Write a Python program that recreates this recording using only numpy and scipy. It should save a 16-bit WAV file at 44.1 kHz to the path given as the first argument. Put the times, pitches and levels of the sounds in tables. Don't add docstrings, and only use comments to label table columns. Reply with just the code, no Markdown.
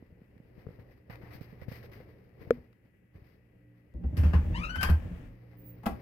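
import sys
import numpy as np
from scipy import signal
from scipy.fft import rfft, irfft, next_fast_len
from scipy.io import wavfile
from scipy.ndimage import uniform_filter1d

SR = 44100
rng = np.random.default_rng(int(sys.argv[2]) if len(sys.argv) > 2 else 0)


def generate_wav(sig):
    pcm = np.round(np.clip(np.atleast_2d(sig).T, -1, 1) * 32767).astype(np.int16)
    wavfile.write(sys.argv[1], SR, pcm)


N = 265305
T = np.arange(N) / SR
LONG = next_fast_len(N)
F = np.maximum(np.fft.rfftfreq(LONG, 1 / SR), 1)
SIDES = np.array([[1], [-1]])
ALIKE_HZ = 405
ROOM_T60_S, ROOM_TOP_T60_S, ROOM_DB = 0.29, 0.22, -6
TOP_HZ = 15900


def undb(db):
    return 10 ** (np.asarray(db) / 20)


def unit(x):
    return x / np.sqrt(np.mean(x ** 2))


def peak(x):
    return x / np.abs(x).max()


def glide(table, column):
    rows = np.array(table)
    return np.interp(T, rows[:, 0], rows[:, column])


def glide_or_silent(table, column):
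    on = (T >= table[0][0]) & (T <= table[-1][0])
    return np.where(on, glide(table, column), -120)


def shape(table):
    hz, db = np.transpose(table)
    return np.interp(np.log(F), np.log(hz), db)


def hiss(db):
    mid, side = rfft(rng.standard_normal((2, LONG))) * undb(db)
    alike = 1 / (1 + (F / ALIKE_HZ) ** 2)
    spectrum = np.sqrt(1 + alike) * mid + SIDES * np.sqrt(1 - alike) * side
    return unit(irfft(spectrum, LONG)[:, :N])


def walk(rate):
    k = int(SR / rate)
    steps = np.repeat(rng.standard_normal(N // k + 1), k)
    return unit(uniform_filter1d(steps, k)[:N])


def grit(spread_db, ms):
    grains = undb(spread_db * rng.exponential(size=N))
    return unit(uniform_filter1d(grains, max(int(ms * SR / 1000), 1)))


def ring(modes, t):
    return peak(sum(undb(db) * np.sin(2 * np.pi * hz * t) * 1000. ** (-t / t60) for hz, db, t60 in modes))


def add(out, s, x):
    i = int(s * SR)
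    out[..., i:i + x.shape[-1]] += x[..., :N - i]


def room(x):
    t = T[:SR]
    noise = rng.standard_normal((2, SR))
    low = signal.sosfilt(signal.butter(2, 1500, fs=SR, output="sos"), noise)
    tail = low * 1000. ** (-t / ROOM_T60_S) + (noise - low) * 1000. ** (-t / ROOM_TOP_T60_S)
    tail = tail * (t > .004)
    tail = tail / np.sqrt(np.sum(tail ** 2, axis=1, keepdims=True))
    return x + undb(ROOM_DB) * signal.fftconvolve(x * np.ones((2, 1)), tail, axes=1)[:, :N]


# (frequency [Hz], level relative to each other [dB])
HUM_LINES = [(118.4, -62.5), (177.6, -74), (296.1, -75.5), (532.9, -84)]
# (time [s], level of the strongest line [dB])
HUM_SWELL = [(0, -69), (.9, -66), (1.2, -54), (1.85, -57.5), (2.1, -62), (2.45, -63), (2.7, -72),
             (3.05, -65.5), (3.42, -68.5), (3.7, -55.5), (3.9, -65), (5.4, -58), (5.7, -49.5), (6.02, -56)]
# (frequency [Hz], relative level per Hz [dB])
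AIR_COLOUR = [(15, -36.5), (25, -6.5), (114, 3), (149, -5.5), (185, 5), (229, 1), (677, -29.5), (734, -19),
              (1070, -32.5), (1740, -14.5), (2690, -19), (3920, -43.5), (9320, -40), (12200, -33),
              (16000, -42)]
AIR_DB = -68
WHINE_HZ, WHINE_DB = 1949, -84


def house():
    swell_db = glide(HUM_SWELL, 1) - max(db for _, db in HUM_LINES)
    hum = np.zeros(N)
    for hz, db in HUM_LINES:
        gain = np.sqrt(2) * undb(db + swell_db + 2.0 * walk(4))
        hum += gain * np.sin(2 * np.pi * (hz * T + rng.random()))
    whine_gain = np.sqrt(2) * undb(WHINE_DB + 2.0 * walk(8))
    whine = whine_gain * np.sin(2 * np.pi * WHINE_HZ * T + .8 * walk(20))
    air = hiss(shape(AIR_COLOUR)) * undb(AIR_DB + .8 * walk(17))
    return air + hum + whine


# (time [s], level [dB])
HANDLING = [(0, -62.5), (.45, -62), (.6, -55.5), (.8, -56), (1.05, -61), (1.12, -53.5), (2.02, -52.5),
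            (2.3, -61), (2.53, -50), (2.75, -68), (3.13, -69.5), (3.16, -56.5), (3.47, -67.5),
            (3.92, -66.5), (5.55, -58), (5.855, -55.5), (5.89, -44.5), (6.02, -52.5)]
# (frequency [Hz], relative level per Hz [dB])
RUMBLE_COLOUR = [(15, -38.5), (25, -8.5), (70, 0.5), (124, -2), (172, -12), (368, -9), (500, -9.5),
                 (692, -22), (1200, -34), (1560, -40.5), (2640, -120)]
# (frequency [Hz], relative level per Hz [dB])
RUSTLE_COLOUR = [(410, -41.5), (700, 2.5), (819, -1.5), (1260, -3), (1440, -5), (2000, 2.5), (3460, -17),
                 (4990, -14), (7590, -39.5), (8420, -29), (10400, -31), (12800, -15), (16000, -26)]
# (time [s], peak level [dB], length [s], brightness [dB per octave])
RUBS = [(0.7916, -53.5, 0.035, -0.5), (0.908, -54, 0.037, 1.5), (1.0973, -41, 0.045, -1.5),
        (1.1265, -45, 0.051, -2), (1.2134, -49, 0.11, -3), (1.3063, -44, 0.086, 0.5),
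        (1.331, -49, 0.043, 12), (1.407, -49.5, 0.056, 4.5), (1.6134, -47, 0.037, 0),
        (1.682, -45.5, 0.05, 3.5), (1.713, -44, 0.073, 4), (1.755, -48.5, 0.078, 3),
        (1.8274, -47, 0.045, 3), (1.915, -46, 0.065, 2), (1.9894, -50.5, 0.064, -0.5),
        (2.527, -57, 0.066, -2), (3.241, -59, 0.14, 3)]
RUSTLE_DB, RUSTLE_GROWTH, CALM_DB = -72, 1.1, -58.5


def hand():
    handling_db = glide(HANDLING, 1)
    rumble = hiss(shape(RUMBLE_COLOUR)) * undb(handling_db + 1.8 * walk(30))
    cloth = hiss(shape(RUSTLE_COLOUR)) * grit(4.8, 3)
    rustle_db = RUSTLE_DB + RUSTLE_GROWTH * (handling_db - CALM_DB) + 2.3 * walk(25)
    out = rumble + cloth * undb(rustle_db)
    t = T[:SR // 4]
    octaves = np.log2(np.clip(np.fft.rfftfreq(len(t), 1 / SR), 700, 4500) / 2000)
    for k, (s, db, length, tilt_db) in enumerate(RUBS):
        piece = cloth[:, k * len(t):(k + 1) * len(t)]
        rub = unit(irfft(rfft(piece) * undb(tilt_db * octaves), len(t)))
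        envelope = (1 - np.exp(-t / 0.00097)) * np.exp(-(t / length) ** 4)
        add(out, s, undb(db) * peak(rub * envelope))
    return out


# (time [s], thump peak level [dB], left minus right [dB], case ring against thump [dB])
TAPS = [(0.025, -40.5, -4, -34), (0.124, -45.5, 4, -10), (0.217, -44, 2.5, -10), (0.365, -46.5, -4, -15),
        (0.401, -43.5, -5, -13), (0.579, -48.5, 18, -20), (0.667, -34.5, 8.5, 0.5), (0.687, -41.5, -9, 1),
        (0.705, -45, 6, 1), (0.789, -48, 16, -0.5), (1.098, -39.5, -12, -2.5), (1.235, -45.5, 16, -2),
        (1.35, -45, 18, -3.5), (1.411, -36, -11.5, -5), (1.528, -39.5, -7, -6), (1.619, -40, -15, -1),
        (1.682, -36.5, 21.5, -6), (1.717, -37, -11, 0.5), (1.84, -49, -6, 9), (2.003, -45.5, 5, 7),
        (2.415, -44, 13.5, 1), (2.473, -47.5, 25, -2), (2.579, -42, 3.5, -9), (3.153, -41.5, -2.5, -20),
        (3.219, -47, 5, -21)]
# (frequency [Hz], level [dB], t60 [s])
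CASE_MODES = [(473.5, 5.5, 0.034), (243, -22, 0.26), (1300, 4, 0.0048), (1700, -9, 0.008),
              (2150, -14, 0.0066), (2750, -15.5, 0.007), (4400, -46, 0.0046), (11500, -42.5, .004)]
KNOCK_S, KNOCK_DB = 2.5070, -2.5
THUMP_HZ, THUMP_SPREAD = 112, 0.19
FIDGETS_PER_S, FIDGET_DB, FIDGET_PAN_DB = 4, 3, 10


def fingers():
    out, t = np.zeros((2, N)), T[:SR // 3]
    when, side, mute = rng.random((3, int(FIDGETS_PER_S * N / SR)))
    handling_db = glide(HANDLING, 1)[(when * N).astype(int)]
    stray = np.column_stack([when * N / SR, handling_db + FIDGET_DB, FIDGET_PAN_DB * (2 * side - 1), -12 * mute])
    for s, db, pan_db, ring_db in np.vstack([TAPS, stray]):
        grip, flesh = rng.standard_normal(2)
        hz = THUMP_HZ * np.exp(THUMP_SPREAD * flesh)
        bounce = np.sin(2 * np.pi * (1.46 * hz * t) ** 0.75)
        thump = peak(t * np.exp(-t * hz / 0.3) * bounce)
        case = ring(CASE_MODES[:3], t * (1 + .06 * grip)) * (1 - np.exp(-t / .001))
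        add(out, s, -undb(db + SIDES * pan_db / 2) * (thump + undb(ring_db) * case))
    knock = ring(CASE_MODES, t) * (1 - np.exp(-t / 0.00062))
    dull = uniform_filter1d(knock, size=24, origin=6)
    add(out, KNOCK_S, -undb(KNOCK_DB) * np.array([knock, dull]))
    nail = ring(CASE_MODES[2:5], t) * (1 - np.exp(-t / .0003))
    add(out[0], KNOCK_S + .001, undb(-7) * nail)
    return out


OPEN_S, STILL_S, STOP_DB_PER_S = 3.94, 5.26, 140
SLOW_S, SLOW_DB_PER_S = 5.0, 12


def swing(full_s, rise_db, hold_db, ease_s, fall_db, drift_db):
    def after(s):
        return np.clip(T - s, 0, None)
    db = np.maximum(hold_db - fall_db * after(ease_s), drift_db - SLOW_DB_PER_S * after(SLOW_S))
    db = db - rise_db * np.clip(full_s - T, 0, None) - STOP_DB_PER_S * after(STILL_S)
    return np.where(T > OPEN_S, db, -120)


# (time [s], boom peak level [dB], frequency [Hz])
BOOMS = [(3.943, -33, 63.1), (4.036, -23, 68), (4.126, -31, 87), (4.171, -19.5, 83), (4.195, -23.5, 75.5),
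         (4.234, -14.5, 76.6), (4.334, -14.5, 75), (4.449, -25, 77.1), (4.499, -29.5, 83),
         (4.577, -30.5, 59.4), (4.764, -28.5, 79.7), (4.834, -26, 71), (4.894, -14, 77.8), (5.046, -36, 84),
         (5.11, -34, 76.1), (5.904, -35, 65)]
# (frequency [Hz], width at -6 dB [Hz], level [dB])
LEAF_MODES = [(105.3, 60, 0), (137.4, 23, -4.5), (177.1, 22, 3), (240.6, 43, -6.5), (308, 90, -13),
              (393, 35, -19), (490, 53, -18), (587, 51, -17.5), (787, 210, -29.5)]
# (frequency [Hz], relative level per Hz [dB])
SCRAPE_COLOUR = [(290, -28.5), (500, -10), (1510, -19.5), (1640, -14), (2130, -17.5), (2850, -22),
                 (3980, -34.5), (12000, -42.5), (16000, -39.5)]
RISE_S, RISE_S_PER_DB = .031, .0005
WOOD_DB, WOOD_GROWTH = -25, 0.83


def door():
    booms, knocks, t = np.zeros(N), np.zeros(N), T[:SR // 2]
    for s, db, hz in BOOMS:
        over_db = db + 14
        rise = max(RISE_S + RISE_S_PER_DB * over_db, .01)
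        swell = (t / rise * np.exp(1 - t / rise)) ** 2
        add(booms, s, undb(db) * swell * np.sin(2 * np.pi * hz * t))
        knock_gain = undb(WOOD_DB + WOOD_GROWTH * over_db)
        add(knocks, s, knock_gain * (1 - np.exp(-t / 0.0024)) * 1000. ** (-t / 0.17))
    leaf_power = sum(undb(db) ** 2 / (1 + (2 * (F - hz) / w) ** 2) ** 2 for hz, w, db in LEAF_MODES)
    shudder_db = swing(full_s=4.18, rise_db=65, hold_db=-38, ease_s=4.47, fall_db=50, drift_db=-46)
    scrape_db = swing(full_s=4.25, rise_db=95, hold_db=-55, ease_s=4.95, fall_db=20, drift_db=-62)
    gust_db = swing(full_s=4.25, rise_db=90, hold_db=-39, ease_s=4.55, fall_db=11, drift_db=-46)
    wood = hiss(10 * np.log10(leaf_power)) * (knocks + undb(shudder_db + 1.8 * walk(30)))
    scrape = hiss(shape(SCRAPE_COLOUR)) * grit(3.5, 2.8) * undb(scrape_db)
    gust_colour = shape([(15, -19), (25, 5.5), (37, 3.5), (50, 16.5), (70, -55.5)])
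    gust = hiss(gust_colour)[0] * undb(gust_db)
    return booms + gust + scrape + wood


# (time [s], peak level before the room [dB], t60 [s], brightness [dB per octave])
CLACKS = [(4.0372, -47, 0.1, -5), (4.1677, -35, 0.23, 3), (4.2317, -34.5, 0.32, -1),
          (4.3325, -26.5, 0.17, -3.5), (4.7552, -30, 0.088, 0.5), (4.8085, -26.5, 0.18, 1),
          (4.8289, -16.5, 0.053, 2.5), (4.8339, -21.5, 0.19, -3), (4.8588, -28, 0.062, -5.5),
          (4.887, -20, 0.14, -5.5), (4.8965, -32.5, 0.061, 5)]
# (frequency [Hz], relative level per Hz [dB])
LATCH_COLOUR = [(240, -21), (400, -12), (1060, -4), (1680, -3.5), (2290, -10), (2710, -6.5), (3530, -21),
                (5030, -17.5), (6640, -30), (10200, -28.5), (11400, -23), (14100, -29), (16000, -43)]


def latch():
    out, t = np.zeros((2, N)), T[:SR // 4]
    metal = rfft(hiss(shape(LATCH_COLOUR)), LONG)
    for k, (s, db, t60, tilt_db) in enumerate(CLACKS):
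        tilted = unit(irfft(metal * undb(tilt_db * np.log2(F / 2000)), LONG))
        burst = tilted[:, k * len(t):(k + 1) * len(t)]
        add(out, s, undb(db) * peak(burst * (1 - np.exp(-t / .0015)) * 1000. ** (-t / t60)))
    return room(out)


# (time [s], slip rate before its wobble [Hz], level before colour and catches [dB])
HINGE = [(4.53, 870, -64), (4.55, 950, -51), (4.59, 1110, -47), (4.635, 1260, -44), (4.675, 1360, -46),
         (4.697, 1465, -44), (4.75, 1505, -46), (4.83, 1570, -43), (4.87, 1590, -45), (4.91, 1570, -56)]
# (frequency [Hz], gain [dB])
PIN_COLOUR = [(950, 1), (1300, 0), (1500, 8), (2000, 1), (2550, 5), (3000, 2.5), (3500, -8), (4500, -7),
              (8000, -10), (12000, -4.5)]
ORDER_DB, SOFTEN_DB_PER_S = -2.1, 14.5
CATCHES_S, CATCH_S, CATCH_DB = [4.685, 4.738, 4.775], .007, -14
SMOOTH_S, SMOOTH_SHARE = 4.69, .35


def hinge():
    rough = np.where(T < SMOOTH_S, 1, SMOOTH_SHARE)
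    hz = glide(HINGE, 1) * (1 + rough * (.025 * walk(500) + .012 * walk(90)))
    phase = 2 * np.pi * (np.cumsum(hz) / SR + SIDES * hz * .00015)
    catch_db = CATCH_DB * sum(np.exp(-((T - s) / CATCH_S) ** 2) for s in CATCHES_S)
    grip_db = glide_or_silent(HINGE, 2) + catch_db + 2.5 * walk(70)
    loss_db = ORDER_DB - SOFTEN_DB_PER_S * np.clip(T - HINGE[0][0], 0, None)
    pin_hz, pin_db = np.transpose(PIN_COLOUR)
    squeal = np.zeros((2, N))
    for k in range(1, 11):
        colour_db = np.interp(np.log(k * hz), np.log(pin_hz), pin_db) + (k - 1) * loss_db
        flicker_db = 3.0 * rough ** .5 * walk(250) + 2.5 * walk(45)
        squeal += np.sqrt(2) * undb(grip_db + colour_db + flicker_db) * np.sin(k * phase)
    return room(squeal)


# (time [s], ring level before onset and room [dB], click level before onset and room [dB])
SWITCH_HITS = [(5.532, -49.5, -64), (5.833, -58, -42), (5.839, -36.5, -52), (5.858, -56, -27),
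               (5.862, -28.5, -20.5), (5.867, -16, -44)]
# (frequency [Hz], level [dB], t60 [s])
SWITCH_MODES = [(225.3, -0.5, 0.092), (300.6, -12, 0.22), (481, -11, 0.091), (700, -13, 0.12),
                (800, -2.5, 0.035), (1115, -13, 0.091), (1323, -22, 0.13), (1650, -18, 0.06),
                (1995, -18, 0.049), (2560, -23, 0.064)]


def switch():
    out, t = np.zeros((2, N)), T[:SR // 4]
    click = hiss(shape([(300, 5), (900, 14.5), (4000, -7.5), (8000, -17.5), (12000, -6), (16000, -15)]))
    body = ring(SWITCH_MODES, t)
    for k, (s, ring_db, click_db) in enumerate(SWITCH_HITS):
        crack = peak(click[:, k * len(t):(k + 1) * len(t)] * 1000. ** (-t / 0.057))
        onset = 1 - np.exp(-t / 0.00036)
        add(out, s, (undb(ring_db) * body + undb(click_db) * crack) * onset)
    return room(out)


# (time [s], frequency before its waver [Hz], level before waver and room [dB])
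SQUEAK = [(5.57, 15300, -75), (5.59, 15350, -59), (5.64, 15400, -63), (5.665, 15570, -52),
          (5.7, 15200, -56), (5.74, 14900, -72)]


def squeak():
    hz = glide(SQUEAK, 1) * (1 + .004 * walk(150))
    gain = np.sqrt(2) * undb(glide_or_silent(SQUEAK, 2) + 2.5 * walk(70))
    return room(gain * np.sin(2 * np.pi * np.cumsum(hz) / SR))


# (frequency [Hz], left minus right [dB])
PORT_BALANCE = [(60, 1), (110, -2), (200, 2), (380, 0.5), (700, 2.5), (1290, 7), (2380, 7.5), (4400, 11),
                (8120, 8.5), (15000, -10)]


def scene():
    air = house() + hand() + door() + latch() + hinge() + switch() + squeak()
    ports = undb(SIDES * shape(PORT_BALANCE) / 2)
    ports = ports / np.sqrt(np.mean(ports ** 2, axis=0))
    return irfft(rfft(air, LONG) * ports, LONG)[:, :N] + fingers()


def record(dry):
    return signal.sosfilt(signal.ellip(10, .2, 80, TOP_HZ, fs=SR, output="sos"), dry)


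dry = scene()
out = record(dry)
generate_wav(out)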